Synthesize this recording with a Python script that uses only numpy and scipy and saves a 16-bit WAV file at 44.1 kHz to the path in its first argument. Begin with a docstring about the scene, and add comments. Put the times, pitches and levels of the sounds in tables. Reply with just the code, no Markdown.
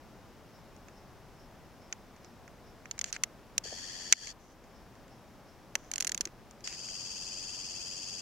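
"""A zoom motor whirs twice, briefly and then for longer, throbbing with each turn of a gear in a
hand-held camcorder. The case clicks, creaks, rubs and bumps; far traffic murmurs and a bird chirps faintly.
Noise through resonators makes the motor, case, fingers and bird; spectrally shaped noise makes the road.
Gain control ducks the loud clicks and a low-pass removes the top."""
import sys
import numpy as np
from scipy import signal
from scipy.fft import rfft, irfft
from scipy.io import wavfile
from scipy.ndimage import uniform_filter1d, minimum_filter1d, map_coordinates

SR = 44100
rng = np.random.default_rng(int(sys.argv[2]) if len(sys.argv) > 2 else 0)


def master(y):
    """Save y as 16-bit WAV."""
    cut = np.clip(np.atleast_2d(y).T, -1, 1)
    pcm = np.round(cut * 32767)  # scale
    wavfile.write(sys.argv[1], SR, pcm.astype(np.int16))


N = 362061
T = np.arange(N) / SR


def from_db(db):
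    """Decibels to gain."""
    return 10 ** (np.asarray(db) / 20)


def rms_one(x):
    """Scale to unit rms."""
    return x / np.sqrt(np.mean(x ** 2) + 1e-20)


def at_hz(points, hz):
    """Read a spectrum on a log-frequency axis."""
    point_hz, value = np.transpose(points)
    return np.interp(np.log(hz + 1), np.log(point_hz), value)


def resonate(x, hz, width_hz):
    """Two equal resonators in series: steep skirts, gain 1 on top."""
    r = np.exp(-np.pi * width_hz / SR)
    gain = (1 - r * r) / 2
    section = [gain, 0, -gain, 1, -2 * r * np.cos(2 * np.pi * hz / SR), r * r]
    return signal.sosfilt([section, section], x + 1e-18)


def to_stereo(mid, side, alike):
    """Weight equal-power mid and side so that the channels correlate by alike."""
    return np.sqrt(1 + alike) * mid + np.sqrt(1 - alike) * side * [[1], [-1]]


def pair(size, alike):
    """White noise at the two microphones, partly shared."""
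    mid, side = rng.standard_normal((2, size))
    return to_stereo(mid, side, np.clip(alike, -1, 1)) / np.sqrt(2)


def pan(db):
    """Channel gains for a left-over-right difference."""
    return from_db(np.array([[db], [-db]]) / 2)


def add(out, start_s, sound):
    """Mix a sound in at start_s, cut at the end of the scene."""
    i = max(round(start_s * SR), 0)
    out[:, i:i + sound.shape[-1]] += sound[..., :max(N - i, 0)]


def road(start_db=-54.1, fade_db_per_s=.1, drone_hz=119, drone_db=-68):
    """Distant tyres and air as an even, slowly receding murmur, with one engine droning in it."""
    # murmur spectrum: (frequency [Hz], relative level [dB])
    spectrum = [(15, -29.5), (25, 1.5), (91, -4), (119, -5.5), (221, -3.5), (289, -6.5), (399, -7.5),
                (457, -9.5), (552, -8.5), (804, -10), (2630, -23.5), (4380, -27.5), (5430, -25.5),
                (8580, -35.5), (15500, -36)]
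    # correlation of the two microphones: (frequency [Hz], correlation [1])
    likeness = [(30, .35), (60, 0.3), (130, .88), (300, 0.9), (700, 0.94), (1400, 0.96), (3100, 0.74),
                (6800, 0.57), (15000, .5)]
    hz = np.arange(N // 2 + 1) * SR / N
    alike = np.clip(at_hz(likeness, hz), 0, 1)
    mid, side = rfft(rng.standard_normal((2, N))) * from_db(at_hz(spectrum, hz))
    murmur = rms_one(irfft(to_stereo(mid, side, alike), N))
    murmur = murmur * from_db(start_db - fade_db_per_s * T)
    drone = rms_one(resonate(rng.standard_normal(N), drone_hz, width_hz=28))
    return (murmur + from_db(drone_db) * drone) * pan(1.4)


def bird(hz=5330, width_hz=650, rise_s=.02, tail_s=.045):
    """Thin far chirps at an even pace: narrow-band noise that swells and dies away exponentially."""
    # bouts: (first chirp [s], gap [s], chirps [count], peak envelope level [dB])
    bouts = [(.55, .425, 6, -66), (4.76, .365, 3, -68)]
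    swell = np.zeros(N)
    for first_s, gap_s, count, db in bouts:
        for k in range(round(count)):
            peak_s = first_s + gap_s * k
            swell += from_db(db) * np.exp(-np.maximum((peak_s - T) / rise_s, (T - peak_s) / tail_s))
    return swell * rms_one(resonate(pair(N, alike=0.74), hz, width_hz))


def case(x, body_db=0, edge_db=0):
    """The plastic shell rings in all its modes; the touched spot favours the low or the high ones."""
    # shell modes: (frequency [Hz], width of each resonator [Hz], level before spot colour [dB])
    shell_modes = [(700, 1100, -21.5), (1673, 850, -2.5), (2200, 790, -3), (2790, 730, -4.5),
                   (3260, 570, -7), (4300, 1200, -4.5), (5890, 1200, 0), (6630, 1100, 2.5),
                   (7190, 1200, -2), (9540, 2200, -14.5), (12700, 2200, -24), (13600, 2200, -24.5)]
    out = 0
    for k, (hz, width_hz, db) in enumerate(shell_modes):
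        spot_db = np.interp(hz, [2200, 3200, 7200, 9600], [body_db, 0, 0, edge_db])
        spot_db = spot_db + .8 * rng.standard_normal()
        polarity = (-1) ** k
        out = out + polarity * from_db(db + spot_db) * resonate(x, hz, width_hz)
    return out


def rubs_and_knocks(squeak_gain=1.5, squeak_width_hz=700, edge_db=-2.0, knock_t60_s=0.035):
    """Skin drags over the shell in tiny slips with a thin squeak, and now and then bumps it softly; a short
    whir also sounds as the motor starts."""
    # fingers rubbing the case, and last the motor's start-up whir: (start [s], length [s], rms before fades
    # [dB], squeak [Hz])
    rubs = [(3.048, 0.065, -50.5, 6850), (3.13, 0.034, -46, 6600), (4.38, 0.17, -68, 5900),
            (5.76, 0.15, -66, 6000), (5.915, 0.11, -68, 6700), (6.01, .26, -76, 6250),
            (6.637, 0.13, -50.5, 1800)]
    # soft knocks: (start [s], frequency [Hz], level before decay [dB])
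    knocks = [(3.654, 480, -43), (3.725, 503, -37), (5.754, 600, -36), (6.151, 180, -33),
              (6.203, 302, -38.5), (6.265, 378, -37.5)]
    out = np.zeros((2, N))
    for start_s, length_s, db, squeak_hz in rubs:
        size = int(length_s * SR)
        slips = pair(size, alike=.4) * from_db(7 * rng.standard_normal(size))
        squeak = squeak_gain * resonate(slips, squeak_hz, squeak_width_hz)
        rub = case(slips, edge_db=edge_db) + squeak
        add(out, start_s, from_db(db) * rms_one(rub) * signal.windows.tukey(size, .3))
    t = np.arange(SR // 8) / SR
    for start_s, hz, db in knocks:
        thud = rms_one(resonate(rng.standard_normal(len(t)), hz, hz / 2))
        add(out, start_s, from_db(db - 60 * t / knock_t60_s) * thud)
    return out


def snap(db, body_db, edge_db, rattle=0.42, alike=0.05, t60_s=.015, ports_alike_hz=1650):
    """A seam slips with a snap and a few milliseconds of rattle; each spot has its own dull or sharp colour."""
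    t = np.arange(2048) / SR
    impulse = (t == 0) * 2
    force = impulse + rattle * pair(len(t), alike) * from_db(-60 * t / t60_s)
    ring = case(force, body_db, edge_db)
    mid = ring.mean(axis=0)
    # low pitches reach both microphones alike
    high_pass = signal.butter(4, ports_alike_hz, "high", fs=SR, output="sos")
    side = signal.sosfilt(high_pass, ring - mid)
    return rms_one(mid + side) * from_db(db) * pan(-1.8)


def clicks(ticks_per_s=1.5, tick_db=-70, tick_spread_db=2.0, tick_body_db=3.0, tick_edge_db=0.0):
    """Single snaps of the case, with faint ticks of the case in the hand at random times."""
    # clicks: (start [s], rms before pan [dB], body colour [dB], edge colour [dB])
    click_rows = [(0.884, -62, 13.5, -6), (1.926, -42, 4, -13), (2.2458, -63, -2.5, -10),
                  (2.4781, -61, 15, -9), (2.8563, -54, 17.5, -18), (2.9115, -41.5, -3, -1),
                  (2.9794, -56, 7, -7), (3.1632, -46, 11, -20), (3.236, -31.3, -1.5, 5),
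                  (3.5798, -31.5, -7.5, 5), (4.125, -17.3, -4, 0), (4.1321, -31, 6.5, -2),
                  (4.2713, -46.5, 3, -5), (5.7538, -33.5, 4.5, 1), (6.0064, -35, -4, 7),
                  (6.0744, -39.5, -4.5, 9), (6.2089, -35.3, -7, 3), (6.273, -55, 10.5, -7),
                  (6.5098, -62, -6, 7), (6.6745, -42.5, 0, -8), (6.8864, -55, 4.5, 0)]
    out = np.zeros((2, N))
    for start_s, db, body_db, edge_db in click_rows:
        add(out, start_s, snap(db, body_db, edge_db))
    for start_s in rng.uniform(0, N / SR, round(ticks_per_s * N / SR)):
        db = tick_db + tick_spread_db * rng.standard_normal()
        add(out, start_s, snap(db, tick_body_db, tick_edge_db))
    return out


def creaks(slip_gap_s=.0218, slowing_power=5.5, swell_db=2.2, spread_db=1.2):
    """A pressed seam sticks and slips: hardest in the middle of the push, and more slowly towards its end."""
    # creaks: (start [s], first to last slip [s], slips [count], level before swell and spread [dB],
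    #          body colour [dB], edge colour [dB])
    creak_rows = [(2.9908, 0.1363, 4, -41, -4.5, -1.5), (5.915, 0.3387, 14, -42.8, -3, 3.5)]
    out = np.zeros((2, N))
    for start_s, length_s, slips, db, body_db, edge_db in creak_rows:
        along = np.linspace(0, 1, round(slips))
        even_s = slip_gap_s * (len(along) - 1)
        times_s = start_s + even_s * along + (length_s - even_s) * along ** slowing_power
        levels_db = db + swell_db * np.sin(np.pi * along) + spread_db * rng.standard_normal(len(along))
        for slip_s, slip_db in zip(times_s, levels_db):
            add(out, slip_s, snap(slip_db, body_db, edge_db))
    return out


def motor_drive(t, run_db, sag_db, surge_db=3.0, surge_s=.03, sag_s=.06, run_up_s=.006, run_down_s=.025):
    """The motor kicks off, sags as it takes up the lens, and runs down at the end."""
    surge = surge_db * np.exp(-t / surge_s)
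    sag = sag_db * t / sag_s * np.exp(1 - t / sag_s)
    ramp = np.minimum(np.minimum(t / run_up_s, (t[-1] - t) / run_down_s), 1)
    return from_db(run_db + surge - sag) * ramp


def zoom(run, modes, mesh_db=2.5, flutter_db=2.1, null_hz=3900, null_width_hz=120):
    """Gear teeth scrape and shake the housing; an off-centre wheel loads them once a turn."""
    start_s, stop_s, run_db, sag_db, turns_per_s, start_turn = run
    t = np.arange(0, stop_s - start_s, 1 / SR)
    drive = motor_drive(t, run_db, sag_db)
    turn = 2 * np.pi * (turns_per_s * t + start_turn)
    slack = np.cumsum(rng.standard_normal(len(t))) * 0.051  # backlash blurs the tooth rhythm
    teeth = np.cos(29 * turn + slack)
    shaft = np.cos(5 * turn)
    climb = signal.sawtooth(turn + np.pi)  # pitch climbs and drops back every turn
    out = np.zeros((2, N))
    for hz, width_hz, db, throb_db, sweep in modes:
        scrape = pair(len(t), alike=.25) * from_db(mesh_db * teeth)
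        ring = resonate(scrape, hz, width_hz)
        # each mode squeals at a nearly even height
        ring = ring / (uniform_filter1d(ring ** 2, size=128) + 1e-9) ** (1 / 3)
        bent = np.cumsum(1 + sweep * climb)  # warped read positions, in samples
        ring = np.array([map_coordinates(channel, [bent], order=3, mode="mirror") for channel in ring])
        ring = ring * from_db(flutter_db * shaft + throb_db * np.cos(turn))
        add(out, start_s, from_db(db) * drive * rms_one(ring))
    # the housing has a dead band between its low and high modes
    b, a = signal.iirnotch(null_hz, null_hz / null_width_hz, fs=SR)
    return signal.lfilter(b, a, out + 1e-18) * pan(4.0)


def scene():
    """The camera's own noises lie close and dry over the outdoor air."""
    # motor runs: (start [s], stop [s], drive level [dB], sag under load [dB], gear speed [turns/s],
    #              gear angle at the start [turns])
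    run_in = (3.636, 4.332, -46.6, 1.0, 17.8, 0.32)
    run_out = (6.639, 8.22, -44, 4.5, 18.55, 0.14)
    # housing modes by direction of travel: (frequency [Hz], width of each resonator [Hz], level [dB],
    #                                        throb [+-dB], pitch sweep per turn [+-share])
    in_modes = [(1794, 280, -9, 5, 0.049), (2620, 700, -15, -1.5, .04), (3223, 360, -8.5, 1.5, .055),
                (4603, 400, -1, .8, 0.019), (5580, 980, -4, -0.2, .008), (6700, 980, -3.5, 2.1, 0.0075),
                (8300, 1800, -16.5, -0.5, 0.0092), (11300, 1500, -24, -2, .01)]
    out_modes = [(1710, 960, -21.5, 1.5, 0.0098), (2640, 200, -12.7, 4.2, 0.065),
                 (3140, 330, -13, 3.2, 0.065), (4770, 330, -0.5, 0.28, .004), (5330, 620, -6, 0.61, 0.0035),
                 (6570, 1150, -3, 2.7, .004), (8130, 1500, -15.5, 1, 0.0026), (11270, 920, -28, 1, .004)]
    outdoors = road() + bird()
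    handling = rubs_and_knocks() + creaks() + clicks()
    return outdoors + handling + zoom(run_in, in_modes) + zoom(run_out, out_modes)


def record(dry, threshold_db=-20.0, attack_s=0.011, release_db_per_s=105, held_db=1.8, hold_s=.5,
           cutoff_hz=15800):
    """Gain control ducks loud clicks, releases fast but holds the last held_db longer; the top is cut."""
    power = uniform_filter1d(np.mean(dry ** 2, axis=0), size=256)
    level_db = 10 * np.log10(np.maximum(power, 0) + 1e-12)
    over_db = np.maximum(level_db - threshold_db, 0)
    half = int(hold_s * SR / 2)
    # running maximum over the past hold_s
    held = -minimum_filter1d(-np.minimum(over_db, held_db), size=2 * half + 1, origin=half)
    fall = release_db_per_s * T
    released = np.maximum.accumulate(over_db + fall) - fall
    duck_db = np.maximum(released, held)
    r = np.exp(-1 / (attack_s * SR))
    ducked = dry * from_db(-signal.lfilter([1 - r], [1, -r], duck_db))
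    low_pass = signal.ellip(10, .1, 70, cutoff_hz, fs=SR, output="sos")
    return signal.sosfilt(low_pass, np.tanh(ducked))


dry = scene()
out = record(dry)
master(out)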